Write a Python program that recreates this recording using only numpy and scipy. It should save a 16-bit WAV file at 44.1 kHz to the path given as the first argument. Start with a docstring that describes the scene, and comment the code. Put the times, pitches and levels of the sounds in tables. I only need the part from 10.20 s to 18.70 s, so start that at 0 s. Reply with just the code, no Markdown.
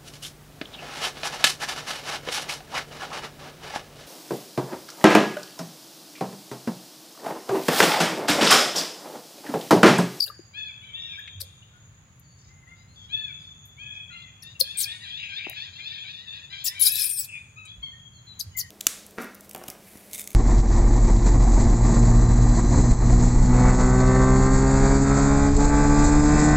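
"""Shrill infant macaque chirps and one longer rasping scream, over insect drone and low traffic rumble.
Birds squawk, whistle and chatter in echoing trees; lips smack, dry leaves tick and soft bumps land.
The infant's voice mixes vocal-fold tones with rasping noise; the birds are overtones shaped by a beak.
Contact sounds are noise bursts through one resonance; the background is filtered, swaying noise."""
import sys
import numpy as np
from scipy import signal
from scipy.fft import rfft, irfft, next_fast_len
from scipy.io import wavfile

SR = 44100
rng = np.random.default_rng(int(sys.argv[2]) if len(sys.argv) > 2 else 0)


def materialize(psi):
    """Save the field psi as 16-bit PCM at rate SR to the path in sys.argv[1].

    A 1-D psi becomes a single channel; in a 2-D psi each row is a channel.
    """
    bounded = np.clip(np.atleast_2d(psi).T, -1, 1)
    quanta = np.round(bounded * 32767).astype(np.int16)
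    wavfile.write(sys.argv[1], SR, quanta)


N = 374836
T = np.arange(N) / SR  # time in seconds
TOP_HZ = 15850  # upper limit of the sound
SECOND_ROUGH = 0.4  # roughness of the infant's second vocal-fold tone

# gain of the right channel for the infant and the taps: [f/Hz, level/dB]
SHADE = [(100, 1.5), (500, -13.5), (2500, -4), (4500, -9), (8000, -5), (9800, -23.5), (11500, -24),
         (14500, -20)]
# the scream, breaking into a whistle an octave up:
# [t/s, pitch f/Hz, tone level/dB, rasp level/dB, second tone level/dB]
SCREAM = [ (6.593, 3400, -40, -32, -55), (6.603, 3890, -18, -26, -50), (6.612, 4020, -27, -31, -48),
          (6.612, 3630, -9.5, -27.5, -42), (6.629, 3600, -11, -17, -32), (6.649, 3330, -29, -20.5, -35),
          (6.667, 3590, -13, -13, -14), (6.683, 3290, -20, -17, -38), (6.706, 3460, -34.5, -30, -29),
          (6.727, 3916, -20, -30, -48), (6.742, 3910, -31, -23.5, -42), (6.777, 3990, -32, -21.5, -40),
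          (6.821, 4206, -50, -20, -24), (6.854, 9570, -28, -24, -39), (6.888, 8350, -33, -29.5, -50),
          (6.901, 9040, -24.5, -26, -51), (6.923, 8700, -24, -32.5, -45), (6.957, 8900, -32, -39, -44),
          (6.998, 7940, -22, -29.5, -36.5), (7.023, 7660, -39, -42, -37), (7.048, 7450, -46, -32.5, -61),
          (7.063, 7300, -56, -44, -64), ]


def undb(db):
    """Turn decibels into gain."""
    return 10 ** (np.asarray(db) / 20)


def unit(x):
    """Scale to an rms (average strength) of 1."""
    return x / np.sqrt(np.mean(x ** 2) + 1e-20)


def gain_at(hz, points):
    """Read the gain at hz from (Hz, dB) points joined on a log-frequency axis."""
    f, db = np.transpose(points)
    return undb(np.interp(np.log(hz + 1), np.log(f), db))


def colour(x, points):
    """Filter x by a spectrum of (Hz, dB) points."""
    length = x.shape[-1]
    size = next_fast_len(length)
    gain = gain_at(np.fft.rfftfreq(size, 1 / SR), points)
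    return irfft(rfft(x, size) * gain, size)[..., :length]


def resonate(x, hz, width):
    """Ring a resonance, applied twice so that its skirts are steep."""
    b, a = signal.iirpeak(min(hz, SR * .45), hz / width, fs=SR)
    once = signal.lfilter(b, a, x + 1e-18)
    return signal.lfilter(b, a, once)


def walk(t, rate):
    """Join random levels by straight lines, rate of them a second."""
    u = (t - t[0]) * rate
    count = int(u[-1]) + 2
    levels = rng.standard_normal(len(t) + 2)[:count]
    return 1.22 * np.interp(u, np.arange(count), levels)  # 1.22 makes up for the smoothing by the lines


def clock(length):
    """Give the sample times over length seconds."""
    return np.arange(int(length * SR)) / SR


def add(track, s, x):
    """Mix x into the track at s seconds."""
    i = int(np.clip(s * SR, 0, N - 1))
    track[i:i + len(x)] += x[:N - i]


def stereo(x, shade, lag=0):
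    """Filter the right channel by shade and delay the left one by lag samples."""
    left = np.pad(x, (lag, 0))[:N]
    return np.array([left, colour(x, shade)])


def scatter(x, t60, onset):
    """Diffuse echoes, different in each channel: noise that builds up, then falls 60 dB in t60 seconds."""
    t = T[:int(1.6 * SR)]
    tail = rng.standard_normal((2, len(t))) * undb(-60 * t / t60) * (1 - np.exp(-t / onset))
    tail /= np.sqrt(np.sum(tail ** 2, axis=1, keepdims=True))
    return signal.fftconvolve(x[None], tail, axes=1)[:, :N]


def arch(u, start, top, end, top_at):
    """Curve from start to top and on to end as u goes from 0 to 1."""
    before = np.clip(1 - u / top_at, 0, 1) ** 2
    after = np.clip((u - top_at) / (1 - top_at), 0, 1) ** 2
    return top + (start - top) * before + (end - top) * after


def folds(t, pitch, rough, bursts, jitter=.085, jitter_hz=2000, flutter=.45, flutter_hz=650):
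    """Tight vocal folds whistle through the throat; roughness scatters their pitch and level."""
    # resonances of the infant's throat: [f/Hz, relative level/dB]
    throat = [(2400, -27.5), (3700, -16), (4700, 22.5), (5500, 19), (6500, -5), (7500, -12), (8600, -16),
              (9400, -2), (10700, 13.5), (11800, 5), (13000, -7), (14500, -3.5), (16500, -20)]
    shake = walk(t, jitter_hz) + walk(t, flutter_hz)
    phase = 2 * np.pi * np.cumsum(pitch * (1 + jitter * rough * shake)) / SR
    k = np.arange(1, 7)[:, None]  # overtone numbers
    below_top = np.clip((SR * .42 - k * pitch) / 1500, 0, 1)
    partials = gain_at(k * pitch, throat) * below_top
    tone = np.sum(partials * np.sin(k * phase), 0) / np.sqrt(np.sum(partials ** 2, 0) / 2)
    return tone * np.exp(flutter * rough * bursts - (flutter * rough) ** 2)


def cry(t, pitch, tone_db, rasp_db, least_rough, chaos_share=1, burst_hz=650, edge=.002):
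    """Tone and rasp together: the more the air rasps, the more chaotic the folds."""
    # spectrum of the rasp: [f/Hz, relative level/dB]
    rasp_colour = [(1200, -10.5), (2000, -17.5), (2900, -13), (3800, -1.5), (4900, 0), (6500, -6.5),
                   (8800, -3), (10300, 9.5), (11200, 6), (12000, 4.5), (13500, 1), (15700, -1.5)]
    chaos_db, chaos_spread_db = 7.5, 10.5  # rasp over tone at which chaos is well under way; how gradually
    patchy_db, patchy_hz = 6, 110  # flicker of each narrow band
    shudder_db, shudder_hz = 1.5, 220  # the voice shakes in quick uneven bursts
    rasp_flutter = 0.15  # the rasp flutters as a whole

    excess = (chaos_db + tone_db - rasp_db) / chaos_spread_db
    rough = np.clip(least_rough + chaos_share / (2 + np.exp(excess)), 0, 1)
    bursts = walk(t, burst_hz)
    # chaotic folds dwell briefly on one frequency after another
    chaos = np.zeros(len(t))
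    for hz in np.arange(1500, 16500, 400):
        band = resonate(rng.standard_normal(len(t)), hz, 630)
        chaos += band * undb(patchy_db * walk(t, patchy_hz))
    rasp = unit(colour(chaos, rasp_colour) * np.exp(rasp_flutter * bursts))
    shudder = unit(undb(shudder_db * np.minimum(walk(t, shudder_hz), .5)))
    fade = np.clip(np.minimum(t, t[-1] - t) / edge, 0, 1) * shudder
    return fade * (folds(t, pitch, rough, bursts) * undb(tone_db) + rasp * undb(rasp_db))


def chirp(length, top_hz, landing_hz, tone_db, rasp_db, landing_db, second_db, second_hz=4750):
    """One arch of pitch: clear at first, then rasping over a second tone, with a flare as it lands."""
    start, top_at, least_rough = .87, 0.25, 0.1  # share of the top pitch; share of the length; roughness
    attack_s, landing_s, release_db_per_s = 0.0059, 0.0026, 1700
    # the tone gives way to rasp, which tops at this share of the length
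    tone_fade_db, rasp_growth_db, rasp_ease_db, rasp_top_at = 7, 16.5, 5.5, 0.56

    t = clock(length + .02)  # leaves room for the release
    u = np.minimum(t / length, 1)
    pitch = arch(u, start * top_hz, top_hz, landing_hz, top_at)
    attack_db = 20 * np.log10(1 - np.exp(-(t + 1 / SR) / attack_s))
    effort_db = attack_db - release_db_per_s * np.maximum(t - length, 0)
    flare = undb(landing_db) * np.exp(-((t - length) / landing_s) ** 2)
    tone = undb(tone_db + effort_db - tone_fade_db * u) + flare
    rasp = rasp_db + effort_db + arch(u, -rasp_growth_db, 0, -rasp_ease_db, rasp_top_at)
    # the other vocal fold sounds a pitch of its own
    second = folds(t, np.full(len(t), 1. * second_hz), SECOND_ROUGH, walk(t, 740))
    second *= undb(second_db + effort_db) * u
    return cry(t, pitch, 20 * np.log10(tone), rasp, least_rough) + second


def scream():
    """A shriek dissolves into rasp and ends as a sinking whistle that beats with a second tone beneath."""
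    coupling_db = 1.5  # strength of the tones made by the two folds together
    s, *columns = np.transpose(SCREAM)
    s = np.sort(s) - s[0]
    t = clock(s[-1])
    pitch, tone_db, rasp_db, second_db = (np.interp(t, s, c) for c in columns)
    # the other vocal fold wavers around 5180 Hz
    second_hz = 5180 * (1 + 0.0263 * walk(t, 33))
    second = folds(t, second_hz, SECOND_ROUGH, walk(t, 370))
    # in the whistle the two folds add combination tones
    whistling = np.clip((pitch - 6500) / 1000, 0, 1)
    beats = np.zeros(len(t))
    for hz in (2 * pitch - second_hz, pitch + second_hz):
        beats += np.sin(2 * np.pi * np.cumsum(hz * (1 + 0.019 * walk(t, 1200))) / SR)
    beats *= whistling * undb(coupling_db + (tone_db + second_db) / 2)
    return cry(t, pitch, tone_db, rasp_db, 0, chaos_share=0.44) + undb(second_db) * second + beats


def infant(near_db=-18, far_db=-28):
    """The cries, with a quick splash off the ground and the group, and a faint tail from the trees."""
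    # chirps: [t/s, length/s, top f/Hz, landing f/Hz, tone level/dB, rasp level/dB, landing level/dB,
    # second tone level/dB]; levels before the chirp's own swells and fades
    chirps = [ (0, .008, 5250, 4710, -13, -24, -16, -57), (.017, 0.026, 2386, 2283, -14, -33.5, -45, -52),
              (1.199, .018, 6180, 4120, -42.5, -26.5, -28.5, -37),
              (4.221, 0.013, 5840, 3450, -34, -57, -46, -67),
              (4.394, .018, 6300, 4290, -25, -16.5, -9.5, -28),
              (4.57, 0.074, 8800, 4500, -20.5, -23.5, -26, -40.5),
              (6.44, .044, 7540, 5010, -21.5, -20, -20, -30.5),
              (8.191, .021, 6730, 3994, -24, -29, -29, -29),
              (8.366, 0.048, 7350, 4440, -22.5, -29.5, -51, -35.5), ]
    # the cries carry little bass: [f/Hz, level/dB]
    low_cut = [(600, -24), (2000, 0)]
    x = np.zeros(N)
    for s, *shape in chirps:
        add(x, s, chirp(*shape))
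    add(x, SCREAM[0][0], scream())
    x = colour(x, low_cut)
    dull = colour(x, [(5000, 6), (9000, 9), (15000, -15.5)])
    splash = scatter(x, t60=0.079, onset=0.0068) * undb([[near_db], [near_db + 7.5]])
    return stereo(x, SHADE) + splash + undb(far_db) * scatter(dull, t60=0.64, onset=0.0061)


def outdoors(rumble_side_db=-15, air_sway_db=0.75, insect_flicker_db=2.0):
    """Traffic rumble nearly alike in both channels, a soft wash of air and flickering insect drones."""
    # spectrum of the rumble: [f/Hz, relative level/dB]
    rumble = [(15, -49.5), (25, -26), (73, -1.5), (108, 3), (157, -2.5), (210, -12), (261, -18.5),
              (404, -47.5), (450, -40.5), (580, -58), (990, -120)]
    # slow swell of the rumble: [t/s, level/dB]
    rumble_db = [(0.0, -56.5), (3.1, -52.5), (6.55, -57.5), (8.5, -52)]
    # wash of air in the trees: [f/Hz, relative level/dB]
    air_colour = [(150, -14), (300, -6), (600, -2.5), (1200, 1), (2000, -0.5), (3500, -6), (5500, -14),
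                  (7600, -10.5), (8800, -27.5), (12000, -25), (16000, -18)]
    # insect drones: [f/Hz, width/Hz, level/dB]
    insects = [(6725, 270, -62.5), (10520, 840, -80)]

    mid, side = (unit(colour(rng.standard_normal(N), rumble)) for _ in range(2))
    rumble_swell = undb(np.interp(T, *np.transpose(rumble_db)))
    out = rumble_swell * (mid + undb(rumble_side_db) * side * np.array([[1], [-1]]))
    # part of the air is the same in both channels
    shared = colour(rng.standard_normal(N), [(300, 7.5), (1200, -12.5)])
    air = rng.standard_normal((2, N)) + shared
    out += unit(colour(air, air_colour)) * undb(-62.5 + air_sway_db * walk(T, 4.3))
    for hz, width, db in insects:
        drone = unit(resonate(rng.standard_normal((2, N)), hz, width))
        out += drone * undb(db + insect_flicker_db * walk(T, 25))
    return out


def taps(echo_db=-19):
    """Short bursts of contact, each a fading noise that rings one resonance."""
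    # lip smacks, leaf ticks and soft bumps: [t/s, centre f/Hz, width/Hz, decay/s, peak level/dB]
    contacts = [ (.06, 2820, 250, 0.016, -38), (0.068, 1610, 250, 0.068, -43.5),
                (.072, 505, 139, 0.018, -46.5), (.078, 3900, 596, 0.0045, -28.5),
                (.062, 12100, 5030, 0.015, -27), (0.099, 1208, 99, 0.0026, -29.5),
                (0.192, 340, 106, 0.00066, -34.5), (0.992, 12200, 1400, 0.0064, -45),
                (1.076, 2380, 940, 0.0074, -30), (1.148, 90, 24, 0.061, -37.5),
                (1.215, 504, 90, 0.021, -47), (1.996, 12040, 3000, 0.0042, -41),
                (3.454, 12700, 2930, 0.021, -43.5), (4.408, 526, 98, 0.004, -27.5),
                (5.268, 380, 288, 0.0013, -24.5), (5.28, 700, 201, 0.029, -41),
                (5.298, 13100, 6560, 0.00028, -17), (7.453, 8300, 3000, 0.0073, -39.5),
                (7.569, 64, 30.3, 0.022, -42.5), (8.258, 94.6, 25.3, 0.023, -36.5), ]
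    x, t = np.zeros(N), T[:SR // 6]
    for s, hz, width, decay, db in contacts:
        tap = resonate(rng.standard_normal(len(t)) * np.exp(-t / decay), hz, width)
        add(x, s, undb(db) * tap / np.abs(tap).max())
    return stereo(x, SHADE) + undb(echo_db) * scatter(x, t60=0.12, onset=0.011)


def swell(t):
    """A bird's note fades in and out, over 18 ms or a quarter of a shorter note."""
    return np.clip(np.minimum(t, t[-1] - t) / min(t[-1] / 4, 0.018), 0, 1)


def overtones(t, pitch, rough, beak_hz, jitter=0.054, jitter_hz=600, beak_width=650,
              rough_width=1900, soft_db=-19, waver=0.0079):
    """One side of the syrinx (voice box); the beak favours a few overtones, more in a harsh call."""
    # resonances of the birds' throats: [f/Hz, relative level/dB]
    throat = [(900, -11.5), (1150, 10), (1400, -3.5), (1750, 2.5), (2050, 6), (2420, 6.5), (2980, -0.5),
              (3450, 12.5), (4350, 2.5), (5300, -1), (6200, -9), (8000, -9.5), (11000, -26.5)]
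    flutter_db = 3.4  # flutter of each overtone
    shake = jitter * rough * walk(t, jitter_hz) + waver * walk(t, 160)
    phase = 2 * np.pi * np.cumsum(pitch * (1 + shake)) / SR
    k = np.arange(1, 11)[:, None]  # overtone numbers
    hz = k * pitch
    beak = 1 + ((hz - beak_hz) / (beak_width + rough_width * rough)) ** 2
    # pure calls lose the overtones well above the beak resonance
    above = np.clip((k * pitch.max() - beak_hz - 400) / 400, 0, 1)
    soft = soft_db * above * max(1 - rough / 0.26, 0)
    # paths through the leaves make each overtone swell and fade on its own
    fading = flutter_db * np.array([walk(t, 60) for _ in k])
    partials = gain_at(hz, throat) / beak * (hz < TOP_HZ) * undb(soft + fading)
    return np.sum(partials * np.sin(k * phase), 0) * np.exp(.5 * rough * walk(t, 400))


def syrinx(t, pitch, rough, beak_hz, second=0.46, soft_db=-22):
    """A bird's note at unit level; roughness makes it stray and brings in a second gliding voice."""
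    wander, wander_hz = .04, 34  # share of the pitch at full roughness; turns a second
    # the other side of the syrinx has a glide of its own
    other = pitch * np.linspace(*rng.uniform(.8, 1.15, 2), len(t))
    voices = []
    for hz in (pitch, other):
        strayed = hz * (1 + wander * rough * walk(t, wander_hz))
        voices.append(overtones(t, strayed, rough, beak_hz, soft_db=soft_db))
    first, joined = voices
    return unit((first + min(second * rough, .7) * joined) * swell(t))


def slide(length, hz, glide, db, rough, beak_hz):
    """A note that glides straight through its pitch."""
    t = clock(length)
    return syrinx(t, hz * (1 + glide * (t / length - .5)), rough, beak_hz) * undb(db)


def squawk(length, top_hz, drop, db, rough, beak_hz):
    """A clear call that swoops up, holds, then drops as the beak closes."""
    swoop_per_s = 0.75  # longer calls start lower
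    top_at, curve = 0.283, 2.9  # share of the length at the top; how late the sag comes
    rise_db, fade_db = 12.5, 13  # the call grows as it swoops up, then fades
    beak_close = 2.4  # the beak resonance sinks this many times as far as the pitch
    t = clock(length)
    u = t / length
    swoop = np.clip(1 - u / top_at, 0, 1) ** 2
    sag = np.clip((u - top_at) / (1 - top_at), 0, 1) ** curve
    pitch = top_hz * (1 - length * swoop_per_s * swoop - drop * sag)
    note = syrinx(t, pitch, rough, beak_hz * (1 - beak_close * drop * sag))
    return note * undb(db - rise_db * swoop - fade_db * u ** 2)


def flock(start, end, db, beak_hz, count, rough=.31, glide=0.1605):
    """More birds, further off, give short calls that glide either way."""
    x = np.zeros(N)
    for i, (when, pitch, way, beak, long) in enumerate(rng.uniform(-1, 1, (count, 5))):
        s = start + (end - start) * (i + .5 + when / 2) / count
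        length = 0.082 * 2 ** (long / 2)
        add(x, s, slide(length, 850 + 120 * pitch, glide * way, db, rough, beak_hz + 1200 * beak))
    return x


def yelp(length, hz, rise, db, gape=0.53):
    """A hoarse call that sags slightly, then flicks upward as the beak opens."""
    dip, curve = 0.03, 2.4  # sag as a share of the pitch; how late the rise comes
    t = clock(length)
    u = t / length
    pitch = hz * (1 - dip * np.sin(np.pi * u) + rise * u ** curve)
    beak_hz = 3043 * (1 + gape * (u - .5))
    return syrinx(t, pitch, 0.2965, beak_hz, second=1.0, soft_db=-7.0) * undb(db)


def scold(length, hz, db, rough):
    """A falling note whose pitch is shaken into a harsh band."""
    t = clock(length)
    pitch = hz * (1 - 0.1153 * (t / length - .5))  # falls by this share
    voice = overtones(t, pitch, rough, beak_hz=2670, jitter=0.121, jitter_hz=1176, rough_width=150)
    return unit(voice * swell(t)) * undb(db)


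def birds(direct_db=1.0, near_echo_db=-4):
    """Calls from the trees, blurred by nearby trunks; the clear squawks also ring on from deep in the wood."""
    # All bird levels are before the shared mix and echoes. thin whistles: [t/s, length/s, pitch f/Hz,
    # glide/share of pitch, level/dB]; the first row, at 0.198 s, is a faint lingering tone of the infant's
    # voice, made the same way
    whistles = [ (0.198, 0.37, 4660, 0.036, -64.5), (0.972, 0.0328, 1682, 0.2, -41),
                (1.422, 0.014, 2960, 0.092, -51.5), (2.026, 0.213, 4570, 0.027, -67),
                (2.674, 0.11, 4270, 0.1, -66), (2.755, 0.12, 3380, -0.026, -50.5),
                (3.908, 0.14, 4124, -0.004, -54.5), (4.345, 0.031, 2760, -0.069, -50),
                (7.136, 0.082, 3555, 0.042, -55), (7.467, 0.073, 3355, 0.019, -44),
                (0.796, 0.18, 5560, -0.018, -61.5), (0.918, 0.045, 2380, -0.1, -43.5),
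                (1.523, 0.08, 1452, -0.029, -61), (3.895, 0.082, 1404, -0.093, -50.5),
                (7.722, 0.063, 1850, 0.039, -56), (7.927, 0.071, 4310, -0.11, -61),
                (8.063, 0.082, 3975, -0.029, -46.5), (8.31, 0.16, 3017, -0.0061, -57),
                (8.345, 0.13, 1958, -0.12, -47), ]
    # clear arched calls: [t/s, length/s, top f/Hz, final drop/share of pitch, level/dB before swoop and fade,
    # roughness/0-1, beak resonance f/Hz, long echo level/dB]
    squawks = [ (.328, .19, 858.6, 0.15, -34.5, 0.16, 3030, -6),
               (.61, 0.14, 776, 0.16, -47.5, 0.12, 3070, 1.5),
               (0.723, 0.24, 930, 0.17, -37.5, 0.05, 3375, 0.5),
               (.87, 0.13, 816, 0.13, -47, 0.14, 2720, 3.5),
               (2.254, 0.24, 691, 0.057, -58.5, 0.05, 1990, -7),
               (2.458, .15, 696, 0.031, -50.5, 0.15, 2010, -7),
               (2.885, .25, 877, .22, -30.5, 0.12, 3300, -9.5),
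               (3.567, .24, 846.4, 0.11, -40, 0, 2930, 2.5), (3.885, 0.22, 696, .12, -45.5, 0.15, 2817, -7),
               (4.79, 0.17, 968, .1, -43, 0.4, 3020, -9), (5.27, 0.082, 975, 0.1, -44.5, 0.23, 3500, -16),
               (5.68, .13, 906, 0.084, -39, 0.28, 2800, -12),
               (5.92, 0.12, 894, 0.059, -43.5, 0.4, 4200, -26),
               (6.29, 0.093, 970, 0.11, -43, 0.43, 3330, -4.5),
               (6.66, .19, 861.5, 0.099, -36, 0.07, 2730, -1),
               (7.355, 0.13, 1276, 0.05, -42, 0.13, 2760, -23),
               (7.617, 0.087, 1083, 0.056, -35.5, 0.13, 3740, -9.5), ]
    # hoarse yelps of the squabble: [t/s, length/s, pitch f/Hz, final rise/share of pitch, level/dB]
    yelps = [ (4.221, 0.11, 907, 0.12, -46.5), (4.426, 0.11, 818, 0.15, -40.5),
             (4.542, 0.1, 817, 0.026, -42.5), (4.632, 0.11, 846, 0.18, -36.5),
             (4.828, 0.17, 821, 0.19, -39), (5.083, 0.12, 821, 0.19, -35.5),
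             (5.354, 0.11, 841, 0.28, -36.5), (5.577, 0.12, 817, 0.14, -37.5),
             (5.739, 0.11, 818, 0.13, -40.5), (5.829, .1, 785, 0.14, -41), (6.052, 0.14, 898, 0.11, -41),
             (6.304, 0.12, 799, 0.11, -40.5), (6.537, 0.14, 784, 0.046, -38), (7.442, 0.062, 780, 0.1, -52),
             ]
    # harsh falling scolds: [t/s, length/s, pitch f/Hz, level/dB, roughness/about 0-1]
    scolds = [(4.964, 0.13, 2616, -37.5, 0.78), (5.105, 0.12, 2610, -44, 1.1), (5.2, .15, 2515, -39, 0.76),
              (7.077, 0.12, 2530, -39, 0.34)]
    # colour of the echo from the trees: [f/Hz, level/dB]
    trees = [(1500, -7.5), (2600, -4), (3100, 4.5), (3600, 4.5), (4200, -15.5)]

    squabble = flock(4.4, 6.8, db=-45.5, beak_hz=3150, count=36)
    distant = flock(2.0, 5.6, db=-64, beak_hz=5500, count=18)
    x, deep = squabble + distant, np.zeros(N)
    for s, length, hz, glide, db in whistles:
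        add(x, s, slide(length, hz, glide, db, rough=0.16, beak_hz=hz))
    for s, *shape, echo_db in squawks:
        call = squawk(*shape)
        add(x, s, call)
        add(deep, s, call * undb(echo_db))
    for s, *shape in yelps:
        add(x, s, yelp(*shape))
    for s, *shape in scolds:
        add(x, s, scold(*shape))
    near_echo = undb(near_echo_db) * scatter(x, t60=0.41, onset=0.004)
    echo = near_echo + scatter(colour(deep, trees), t60=1.44, onset=0.028)
    # most of the echo comes from the same side as the birds
    front = stereo(undb(direct_db) * x + echo[0], [(500, -7), (8000, -6.5)], lag=20)
    return front + echo[1] * undb([[-14], [-7]])


def scene():
    """Everything on and around the lawn."""
    return infant() + birds() + taps() + outdoors()


def record(dry):
    """A steep low-pass filter cuts the treble above TOP_HZ."""
    return signal.sosfilt(signal.ellip(10, .2, 70, TOP_HZ, fs=SR, output="sos"), dry)


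dry = scene()
out = record(dry)
materialize(out)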